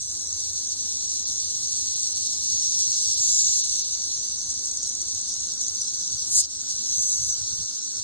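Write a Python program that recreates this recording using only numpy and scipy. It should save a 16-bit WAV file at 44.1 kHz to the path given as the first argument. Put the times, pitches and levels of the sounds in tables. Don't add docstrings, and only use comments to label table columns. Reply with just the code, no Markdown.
import sys
import numpy as np
from scipy import signal
from scipy.fft import rfft, irfft, next_fast_len
from scipy.io import wavfile
from scipy.ndimage import uniform_filter1d, map_coordinates

SR = 44100
rng = np.random.default_rng(int(sys.argv[2]) if len(sys.argv) > 2 else 0)


def wrap_up_sound(samples):
    columns = np.atleast_2d(samples).T
    tamed = np.clip(columns, -1, 1)
    steps = np.round(tamed * 32767).astype(np.int16)
    wavfile.write(sys.argv[1], SR, steps)


def level_to_linear(level):
    exponent = np.asarray(level, float) / 20
    return 10 ** exponent


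N = 354123
SIZE = next_fast_len(N)
HZ = np.fft.rfftfreq(SIZE, 1 / SR)
T = np.arange(N) / SR

# [t/s, effort/dB, brightness/dB]
CHORUS_EFFORT = [(0, -3.5, 4), (.3, -2, 0.5), (1, 0.5, -1.3), (2, 2, 0.5), (2.5, 3.5, -1.2), (3.1, 6, 0.2),
                 (3.6, 8.5, -0.5), (4.0, 1.5, -3), (4.3, -2, -1.5), (4.7, -2, -0.5), (5.4, 0, -1.5),
                 (6.2, -1, -1.5), (6.55, -2, 0.2), (6.9, 2, -3.5), (7.3, 0.5, -2.5), (8.03, -2.5, 0)]
# [t/s, effort level/dB, tymbal pitch f/Hz]
NEAR_SINGERS = [
    [(2.45, -28, 6190), (2.82, -24.5, 6150), (2.95, -29, 6430), (3.16, -25, 5770)],
    [(3.14, -52, 6500), (3.2, -23, 6860), (3.33, -20, 7040), (3.56, -21, 6590), (3.85, -60, 6400)],
    [(6.25, -39, 6450), (6.31, -27, 6660), (6.345, -18, 6380), (6.385, -13, 7010), (6.405, -14.5, 6700),
     (6.416, -17, 6050), (6.425, -36.5, 6040), (6.47, -21.5, 6230)],
    [(6.78, -64, 6800), (6.9, -30.5, 6130), (7.0, -23.5, 6020), (7.1, -22, 6030), (7.2, -27.5, 5720),
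     (7.3, -22.5, 5830), (7.35, -30, 5990), (7.4, -65, 5960)],
    [(6.35, -32, 4750), (6.383, -22, 4900), (6.394, -26.5, 4700), (6.404, -18.5, 4780), (6.42, -28, 4700),
     (6.45, -20, 4910), (6.48, -46, 4780)],
]
# [belly level/dB, rasp level/dB, sheen level/dB]
SINGER_COLOURS = [(-14, -18, 4), (-8, -3.5, 3), (2, 15, 0.5), (-28, 6, 1), (2.5, -20, 4)]
# [buckle rate f/Hz, weak-side level/dB, leaf echo delay/ms, echo share/1, blur share/1, drum note level/dB]
SINGER_VOICES = [(200, -2, .4, .15, 1.0, -3), (204, -2, .4, .08, 1.2, -1), (230, -2, .45, .15, 1.0, -4),
                 (191, -2, .645, .95, 1.2, -4), (115, -3, .4, .1, .6, -2)]
# [t/s, peak level/dB]
NEAR_TICKS = [(4.5034, -16), (4.5418, -19), (4.5932, -20), (4.6565, -16), (4.7129, -17), (4.7718, -16),
              (4.8296, -17), (4.8915, -20), (4.9514, -18), (5.0162, -16), (5.0845, -18), (5.1479, -17),
              (5.2128, -17), (5.2781, -23), (5.3395, -17), (5.4033, -17), (5.4702, -17), (5.536, -20),
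              (5.6123, -17), (5.6812, -16), (5.749, -18), (5.8144, -15), (5.8738, -21), (5.9351, -21),
              (5.9985, -22), (6.0568, -23), (6.1212, -19)]
# [t/s, peak level/dB]
CHORUS_TICKS = [(0.0722, -21), (0.1945, -19), (0.2708, -18), (0.3067, -20), (0.3272, -16), (0.4035, -22),
                (0.4673, -21), (0.5327, -21), (0.0199, -20), (0.2453, -21), (0.5901, -22), (0.6499, -23),
                (0.6719, -20), (0.6893, -20), (0.7811, -23), (0.8081, -20), (1.056, -22), (1.287, -23),
                (1.3578, -21), (1.491, -22), (1.6706, -20), (1.724, -20), (2.0752, -21), (2.3276, -22)]
# [f/Hz, level/dB]
BODY_RING = [(1800, -55), (2600, -39), (3300, -25), (4000, -12), (4500, -9), (5000, -11), (5500, -1.5),
             (6000, 2), (6500, 0), (7000, -5), (7600, -13), (8500, -13.5), (9500, -24), (10300, -22.5),
             (11800, -23)]
# [f/Hz, level/dB per Hz]
FAR_HUM = [(12, -49), (20, -33), (36, -9), (70, -14), (88, 11), (107, -6.5), (190, -6), (267, -11),
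           (526, -18), (1460, -23), (1730, -25.5), (2380, -28.5), (3200, -39), (4160, -20.5), (7040, -120)]
# [f/Hz, level/dB]
WIND_PRESSURE = [(20, -24.5), (40, -8), (65, -1), (120, -5.5), (250, -14.5), (700, -34), (1500, -63)]
# [t/s, peak level/dB, length/s]
PORT_GUSTS = [(0, -48.5, 0.17), (.4, -63.5, 0.92), (3.15, -79.5, 0.31), (4.5, -70, 0.62), (5.8, -67, 0.61),
              (6.42, -56, 0.11), (6.9, -64, 0.34), (7.27, -48, 0.35), (7.43, -55, 0.073), (7.57, -46, 0.12),
              (7.76, -55, 0.23), (7.9, -62, 0.37)]
# [t/s, peak level/dB, length/s, pitch f/Hz]
HOUSING_BUMPS = [(2.55, -62, 0.046, 88.3), (3.202, -60.5, 0.39, 80.2), (6.152, -51, 0.048, 111),
                 (6.416, -57, 0.12, 88), (6.99, -49, 0.038, 72), (7.205, -50.5, 0.03, 90),
                 (7.235, -48, 0.037, 115), (7.28, -52, 0.041, 55), (7.43, -55, 0.048, 130),
                 (7.542, -50, 0.037, 85), (7.595, -46, 0.026, 160), (7.629, -51, 0.034, 80),
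                 (8.0, -59, 0.05, 70)]
# [f/Hz, likeness/0-1]
PORT_LIKENESS = [(250, .95), (450, .75), (750, .45), (1500, .65), (2400, .5), (3200, .17), (4200, .25),
                 (4800, .5), (5500, .9), (6100, .6), (7200, .6), (7950, .999), (9300, .999), (10100, .4),
                 (11200, .97)]
# [f/Hz, phase/rad]
LEFT_LEAD = [(2800, .2), (3400, 2.4), (4300, 2.2), (5100, 3.0), (5600, 3.2), (6800, 4.4), (7900, 6.28),
             (9300, 6.28), (10100, 7.4), (10500, 8.9), (11300, 9.42)]
# [t/s, pitch that cancels in the sum f/Hz, scatter level/dB]
TREE_BEARING = [(0, 4860, -3.5), (.5, 5360, -1), (1.2, 5480, -1), (1.9, 5640, -2), (2.35, 5710, 1.5),
                (2.55, 5820, 2), (2.7, 5560, 7), (2.78, 5400, -2.5), (3.03, 5550, 7.5), (3.13, 5410, 5),
                (3.3, 5400, -7), (3.899, 5130, -3.5), (4.3, 5190, 7), (5.0, 5210, 3), (5.5, 5300, 4.5),
                (5.9, 5280, 7.5), (6.24, 5290, 8.5), (6.3, 5600, -15), (6.38, 5330, 2.5), (6.43, 5730, 15),
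                (6.7, 5700, -1), (6.9, 4976, -23), (7.35, 4900, -5), (7.42, 5700, 4.5)]
# [t/s, level change/dB, length/ms]
TREBLE_LOSSES = [(1.255, -14.5, 26), (1.952, -27, 14.3), (2.139, -37, 13), (2.278, -9.5, 10.5),
                 (2.485, -5, 20), (3.16, -16, 20.4), (3.625, -28, 17), (3.833, -25, 16.5), (4.876, 6.5, 10),
                 (6.481, -14, 7.2), (7.365, -2, 23), (7.802, -12, 13)]
# [f/Hz, level/dB]
PATCH_THRESHOLD = [(300, -60), (1400, -50), (2300, -49), (3300, -37), (4500, -27), (6000, -23),
                   (7500, -21), (9000, -24), (9900, -25), (10700, -28), (11500, -32)]
# [t/s, peak level/dB, length/s]
TOP_FIZZ = [(4.515, -77, .03), (4.59, -71, .03), (4.655, -65, 0.042), (4.705, -78, 0.059),
            (4.772, -72, .03), (5.025, -72, 0.033), (5.075, -79, 0.039), (5.145, -73, .03),
            (5.335, -73, 0.033), (5.4, -74, .03)]

CHORUS_DB, DRUM_SHARE = -27, 0.61
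BELLY_DB, BELLY_SHARE, RASP_DB, RASP_SHARE = 2, 0.27, 2.45, 0.17
SOFT_SPREAD, SOFT_RASP = 0.44, 0.038
BELLY_HZ, RASP_HZ, SHEEN_HZ, DRUM_WIDTH_HZ = 5100, 7400, 9200, 600
LEAF_SWAY = 0.038
NOTE_HZ, NOTE_FROM_HZ, NOTE_TO_HZ, NOTE_MS = 6500, 7500, 6000, 5.5
DULL_S, DULL_DB = 5.32, -5
ANSWER_S, ANSWER_GAP_S, SLOWING_S = 5.521, .0565, .0006
ANSWER_DB, ANSWER_ARCH_DB = -13, -6
HUM_DB, HUM_DIP_SHARE, OPEN_S = -57.5, 0.15, 0.12
DRONE_HZ, DRONE_WIDTH_HZ = 1427, 250
DRONE_DB, DRONE_RISE_DB, DRONE_S, DRONE_RISE_S = -74.5, 9, 5.4, 0.38
MOTOR_HZ, MOTOR_WIDTH_HZ = 84.9, 8.1
MOTOR_DB, MOTOR_FADE_DB_PER_S, MOTOR_FAR_DB = -56, -2.5, -85.5
CALM_DB, RUMBLE_DB, THUMP_DB = -78, -56, 0
LOW_DIP_S, LOW_DIP_DB, LOW_DIP_LENGTH_S = 7.8, -13, 0.3
CANCEL_HZ, CANCEL_WIDTH_HZ = 5350, 1300
SCATTER_DB, SCATTER_HZ = 3.5, 12
LOUD_DB, DUCK, LAG_S, RECOVER_DB_PER_S = -18.5, 1.68, 0.051, 47
SUM_LOSS_HZ, EDGE_HZ, FIZZ_LOW_HZ, FIZZ_HIGH_HZ = 5000, 11700, 10300, 12000
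GRID, THIN, LIFT_DB = 543, .3, 4
SPARSE_HZ, SPARSE_DB, SPARSE_THIN = 9350, 5, 1.1
GAP_LOW_HZ, GAP_HIGH_HZ, GAP_DB = 4700, 5950, 3


def chorus(count=24, spread_db=2.0, swell_db=3.5, tick_db=4.0):
    effort_db, bright_db = columns(CHORUS_EFFORT)
    level_db = CHORUS_DB + DRUM_SHARE * effort_db
    belly_db = BELLY_DB + BELLY_SHARE * effort_db
    rasp_db = RASP_DB + RASP_SHARE * effort_db + bright_db
    drifts = slow(18.0, count)
    out = np.zeros((2, N))
    for k in range(count):
        ticking = k % 4 == 0
        rate = rng.uniform(12, 19) if ticking else rng.uniform(185, 265)
        steps = np.arange(160 if ticking else 2200)
        times = (steps + rng.random() + .06 * rng.standard_normal(len(steps))) / rate
        draws = rng.random((2, len(steps), 16))
        swell = drifts[k][np.clip((times * SR).astype(int), 0, N - 1)]
        size = level_to_linear(spread_db * rng.standard_normal() + swell_db * swell + tick_db * ticking)
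        size = size * (times > 0) * (times < T[-1])
        out += buckles(times, size, draws, 3.5)
    return level_to_linear(level_db) * shaded(evened(body(out)), belly_db, rasp_db)


def singer(rows, belly_db, rasp_db, sheen_db, rate, weak_db, echo_ms, echo, blur, note_db):
    level_db, hz = columns(rows)
    soft_db = level_db.max() - level_db
    start, end = rows[0][0], rows[-1][0]
    sounding = (T > start) & (T < end)

    steps = np.arange(220)
    times = start + (steps + 0.051 * rng.standard_normal(len(steps))) / rate
    sizes = level_to_linear(weak_db * (steps % 2))
    drive = buckles(times, sizes, rng.random((2, len(steps), 40)), 3.6)
    drive /= np.sqrt(np.mean(drive[:, sounding] ** 2))
    drive += blur * rng.standard_normal((2, N))

    voice = body(drive + 0.8 * resonate(drive, hz, DRUM_WIDTH_HZ), 2.9)
    voice = shaded(voice, belly_db + SOFT_SPREAD * soft_db, rasp_db + SOFT_RASP * soft_db)
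    voice += (level_to_linear(sheen_db) - 1) * above(voice, SHEEN_HZ)

    bend = np.interp(times, T, hz) / NOTE_HZ
    side = (-1.) ** steps
    draws = rng.random((2, len(steps), 2))
    note = snaps(times, sizes, draws, NOTE_FROM_HZ, NOTE_TO_HZ, NOTE_MS, bend[:, None], side[:, None])
    match = np.sqrt(np.mean(voice[:, sounding] ** 2) / np.mean(note[:, sounding] ** 2))
    voice += level_to_linear(note_db) * note * match

    arch = np.sin(np.pi * np.clip((T - start) / (end - start), 0, 1))
    voice = echoed(voice, sounding * echo_ms * (1 - LEAF_SWAY * arch), echo)
    voice /= np.sqrt(np.mean(voice[:, sounding] ** 2))
    fade = np.clip(np.minimum(T - start, end - T) / 0.022, 0, 1)
    return level_to_linear(level_db) * fade * voice


def ticker(rows, rasp_db, ribs_db, note_db, note_hz, length_ms=5.0, belly_db=-9):
    s, peak_db = np.transpose(rows)
    ribs = buckles(s - .0015, level_to_linear(peak_db + ribs_db), rng.random((2, len(s), 24)), length_ms)
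    ribs = shaded(body(ribs), belly_db, rasp_db)
    bright_db = peak_db + rasp_db + note_db - 9 + DULL_DB * (s > DULL_S)
    bright = snaps(s - .0006, level_to_linear(bright_db), rng.random((2, len(s), 2)), 9000, 7900, 3.0)
    draws = rng.random((2, len(s), 2))
    note = snaps(s - .0002, level_to_linear(peak_db + note_db), draws, 1.22 * note_hz, note_hz, length_ms)
    return ribs - above(ribs, 9200) + bright + note


def answers(count=11):
    k = np.arange(count)
    times = ANSWER_S + ANSWER_GAP_S * k + SLOWING_S * k ** 2
    peak_db = ANSWER_DB + ANSWER_ARCH_DB * (2 * k / (count - 1) - 1) ** 2
    return np.transpose([times, peak_db])


def buckles(times, sizes, draws, length_ms):
    out = np.zeros((2, N))
    place, strength = np.split(draws, 2, axis=-1)
    at = np.round((times[:, None] + place * length_ms / 1000) * SR).astype(int)
    height = sizes[:, None] * np.sin(np.pi * place ** 0.48) * (2 * strength - 1)
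    for path in range(2):
        out[path] = np.bincount(np.clip(at[path], 0, N - 1).ravel(), height[path].ravel(), N)
    return out


def snaps(times, sizes, draws, from_hz, to_hz, length_ms, bend=1, side=1):
    out = np.zeros((2, N))
    t = np.arange(300) / SR
    u = np.clip(t / length_ms * 1000, 0, 1)
    turns = np.cumsum(to_hz + (from_hz - to_hz) * (1 - u) ** 2) / SR
    swell = np.sin(np.pi * u ** 0.7)
    at = np.clip(np.round(times * SR).astype(int)[:, None] + np.arange(len(t)), 0, N - 1)
    tune, phase = draws[0].T[:, :, None]
    for path in range(2):
        cycles = turns * bend * (0.96 + 0.08 * tune) + phase + side * path / 4
        np.add.at(out[path], at, sizes[:, None] * np.sin(2 * np.pi * cycles) * swell)
    return out


def body(x, sweep_ms=2.0):
    delay = sweep_ms / 1000 * np.clip((9000 - HZ) / 4000, 0, 1)
    phase = -2j * np.pi * np.cumsum(delay) * HZ[1]
    return filtered(x, level_to_linear(read(BODY_RING, HZ)) * np.exp(phase))


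def shaded(x, belly_db, rasp_db):
    upper, rasp = above(x, BELLY_HZ), above(x, RASP_HZ)
    return level_to_linear(belly_db) * (x - upper) + upper + (level_to_linear(rasp_db) - 1) * rasp


def resonate(x, hz, width):
    turn = np.exp(2j * np.pi * np.cumsum(hz * np.ones(N)) / SR)
    r = np.exp(-np.pi * width / SR)
    return 2 * (turn * signal.lfilter([1 - r], [1, -r], x / turn + 1e-18)).real


def echoed(x, delay_ms, share):
    at = np.flatnonzero(delay_ms)
    out = x.copy()
    for bounce in (1, 2):
        places = at - at[0] - bounce * delay_ms[at] * SR / 1000
        level = (3 - bounce) * share ** bounce
        out[:, at] += [level * map_coordinates(path[at], [places], order=5) for path in x]
    return out


def background():
    hum = filtered(rng.standard_normal((2, N)), level_to_linear(read(FAR_HUM, HZ)))
    hum = above(hum, 194.3, 26)
    hum /= np.sqrt(np.mean((hum - above(hum, 1000, 10)) ** 2))
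    hum_db = HUM_DB + HUM_DIP_SHARE * low_dip_db()
    drone_db = DRONE_DB + DRONE_RISE_DB / (1 + np.exp((DRONE_S - T) / DRONE_RISE_S))
    motor_db = np.maximum(MOTOR_DB + MOTOR_FADE_DB_PER_S * T, MOTOR_FAR_DB)
    drone = level_to_linear(drone_db) * narrow_noise(DRONE_HZ, DRONE_WIDTH_HZ)
    motor = level_to_linear(motor_db) * narrow_noise(MOTOR_HZ, MOTOR_WIDTH_HZ)
    return level_to_linear(hum_db) * np.minimum(T / OPEN_S, 1) * hum + drone + motor


def narrow_noise(hz, width):
    return evened(resonate(resonate(rng.standard_normal((2, N)), hz, width), hz, width))


def wind():
    puffs = filtered(rng.standard_normal((2, N)), level_to_linear(read(WIND_PRESSURE, HZ)))
    lumps = slow(22, count=2)
    rumble_level = level_to_linear(RUMBLE_DB + low_dip_db()) + 0.91 * swells([row[:3] for row in HOUSING_BUMPS])
    rumble = evened(puffs[0] - above(puffs[0], 220, 35)) * rumble_level * level_to_linear(1.9 * lumps[0])
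    gusts = evened(puffs[1]) * (level_to_linear(CALM_DB) + swells(PORT_GUSTS)) * level_to_linear(2.4 * lumps[1])
    for s, db, length, hz in HOUSING_BUMPS:
        rumble += swells([(s, db + THUMP_DB, length)]) * np.cos(2 * np.pi * hz * (T - s))
    return np.array([rumble + gusts, rumble - gusts])


def low_dip_db():
    return LOW_DIP_DB * np.exp(-((T - LOW_DIP_S) / (LOW_DIP_LENGTH_S / 2)) ** 4)


def ports(x):
    hz, t, z = signal.stft(x, SR, nperseg=512)
    s, cancel_hz, scatter_db = np.transpose(TREE_BEARING)
    stir_db = SCATTER_DB * np.interp(t, T, slow(SCATTER_HZ, count=1)[0])
    band = np.exp(-((hz[:, None] - CANCEL_HZ) / CANCEL_WIDTH_HZ) ** 2)
    heard_hz = hz[:, None] * (CANCEL_HZ / np.interp(t, s, cancel_hz)) ** band
    scatter = level_to_linear(band ** 2 * (np.interp(t, s, scatter_db) + stir_db))
    same = np.clip(1 - (1 - read(PORT_LIKENESS, heard_hz)) * scatter, 0, 1)
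    shared = np.sqrt((1 + same) / 2) * z[0]
    apart = np.sqrt((1 - same) / 2) * z[1]
    turn = np.exp(.5j * read(LEFT_LEAD, heard_hz))
    pair = np.array([(shared + apart) * turn, (shared - apart) / turn])
    return signal.istft(pair, SR, nperseg=512)[1][:, :N]


def ducked(x):
    power_db = 10 * np.log10(abs(uniform_filter1d((x ** 2).mean(0), size=800)) + 1e-12)
    fall = T * RECOVER_DB_PER_S
    over_db = np.maximum(np.maximum.accumulate(power_db + fall) - fall - LOUD_DB, 0)
    r = np.exp(-1 / (LAG_S * SR))
    return x / level_to_linear(DUCK * signal.lfilter([(1 - r) ** 2], [1, -2 * r, r * r], over_db))


def patchy(x, whim_db=6, rival_db=-6, line_db=3, low_db=-6):
    pair = np.roll([x[0] + x[1], x[0] - x[1]], -GRID, axis=1) / 2
    hz, t, z = signal.stft(pair, SR, nperseg=2048, noverlap=1024)
    power = uniform_filter1d(uniform_filter1d(abs(z) ** 2, size=16, axis=1), size=2, axis=2)
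    loudest = uniform_filter1d(power.sum(0), size=48, axis=0).max(0)
    loudest = np.sqrt(uniform_filter1d(loudest, size=4) * np.median(loudest))

    sum_only = np.array([1, 0])[:, None, None]
    sheen = (hz > SPARSE_HZ)[:, None] * sum_only
    gap = ((hz > GAP_LOW_HZ) & (hz < GAP_HIGH_HZ))[:, None] * sum_only
    rival = power[::-1] * level_to_linear(2 * rival_db + 2 * low_db * (hz < 4400))[:, None]
    rival = rival * np.array([hz > 1000, hz >= 0])[..., None]
    rival *= level_to_linear(SPARSE_DB * sheen + 2 * GAP_DB * gap)
    threshold = np.maximum(loudest * level_to_linear(2 * read(PATCH_THRESHOLD, hz))[:, None], rival)

    blocks = rng.standard_normal((2, len(hz) // 16 + 1, len(t) // 2 + 1))
    whim = blocks.repeat(16, axis=1).repeat(2, axis=2)[:, :len(hz), :len(t)]
    margin_db = 10 * np.log10(power / threshold + 1e-20) + whim_db * whim
    step = threshold * level_to_linear(2 * line_db)
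    weakest = np.maximum(step * level_to_linear(-LIFT_DB), (THIN + SPARSE_THIN * sheen) * power)
    kept = z * (margin_db > 0) * (abs(z) ** 2 > weakest)
    kept *= level_to_linear(SPARSE_DB / 2 * sheen + GAP_DB / 2 * gap)
    lift = (hz > 4600)[:, None] * step * level_to_linear(LIFT_DB) / (abs(z) ** 2 + 1e-20)
    kept *= np.sqrt(np.maximum(1, lift))
    pair = signal.istft(kept, SR, nperseg=2048, noverlap=1024)[1][:, :N]
    total, difference = np.roll(pair, GRID, axis=1)
    return np.array([total + difference, total - difference])


def evened(x):
    return x / np.sqrt(np.mean(x ** 2) + 1e-20)


def read(points, hz):
    f, value = np.transpose(points)
    return np.interp(np.log(hz + 1), np.log(f + 1), value)


def columns(rows):
    s, *values = np.transpose(rows)
    return [np.interp(T, s, v) for v in values]


def filtered(x, gain):
    return irfft(rfft(x, SIZE) * gain, SIZE)[..., :N]


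def above(x, hz, width=150):
    return filtered(x, 1 / (1 + np.exp(np.clip((hz - HZ) / width, -50, 50))))


def slow(rate, count):
    steps = rng.standard_normal((count, N // 64 + 402))
    lowpass = signal.butter(2, rate, fs=SR / 64, output="sos")
    smooth = signal.sosfiltfilt(lowpass, steps)[:, 200:-200]
    return np.array([np.interp(T, np.arange(len(s)) * 64 / SR, evened(s)) for s in smooth])


def swells(rows):
    return sum(level_to_linear(db) * np.exp(-((T - s) / (length / 2)) ** 2) for s, db, length in rows)


def scene():
    air = chorus()
    for rows, colour, voice in zip(NEAR_SINGERS, SINGER_COLOURS, SINGER_VOICES):
        air += singer(rows, *colour, *voice)
    air += ticker(NEAR_TICKS, 6, 1, -3, 5900, 6.0)
    air += ticker(CHORUS_TICKS, 1, 5, -3, 5900)
    air += ticker(answers(), -3, 6, -7, 5100, belly_db=-4)
    return ports(air + background()) + wind()


def roll_off(x):
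    return signal.sosfilt(signal.butter(12, 12250, fs=SR, output="sos"), x)


def record(dry):
    loss_db = sum(db * np.exp(-((T - s) / (ms / 2000)) ** 4) for s, db, ms in TREBLE_LOSSES)
    total = dry.mean(0)
    top = above(total, SUM_LOSS_HZ, 60) + above(dry - total, RASP_HZ, 60)
    kept = patchy(ducked(dry + (level_to_linear(loss_db) - 1) * top))
    hiss = above(rng.standard_normal(N), FIZZ_LOW_HZ)
    fizz = evened(hiss - above(hiss, FIZZ_HIGH_HZ)) * swells(TOP_FIZZ)
    return roll_off(kept - above(kept, EDGE_HZ, 25) + fizz)


dry = scene()
out = record(dry)
wrap_up_sound(out)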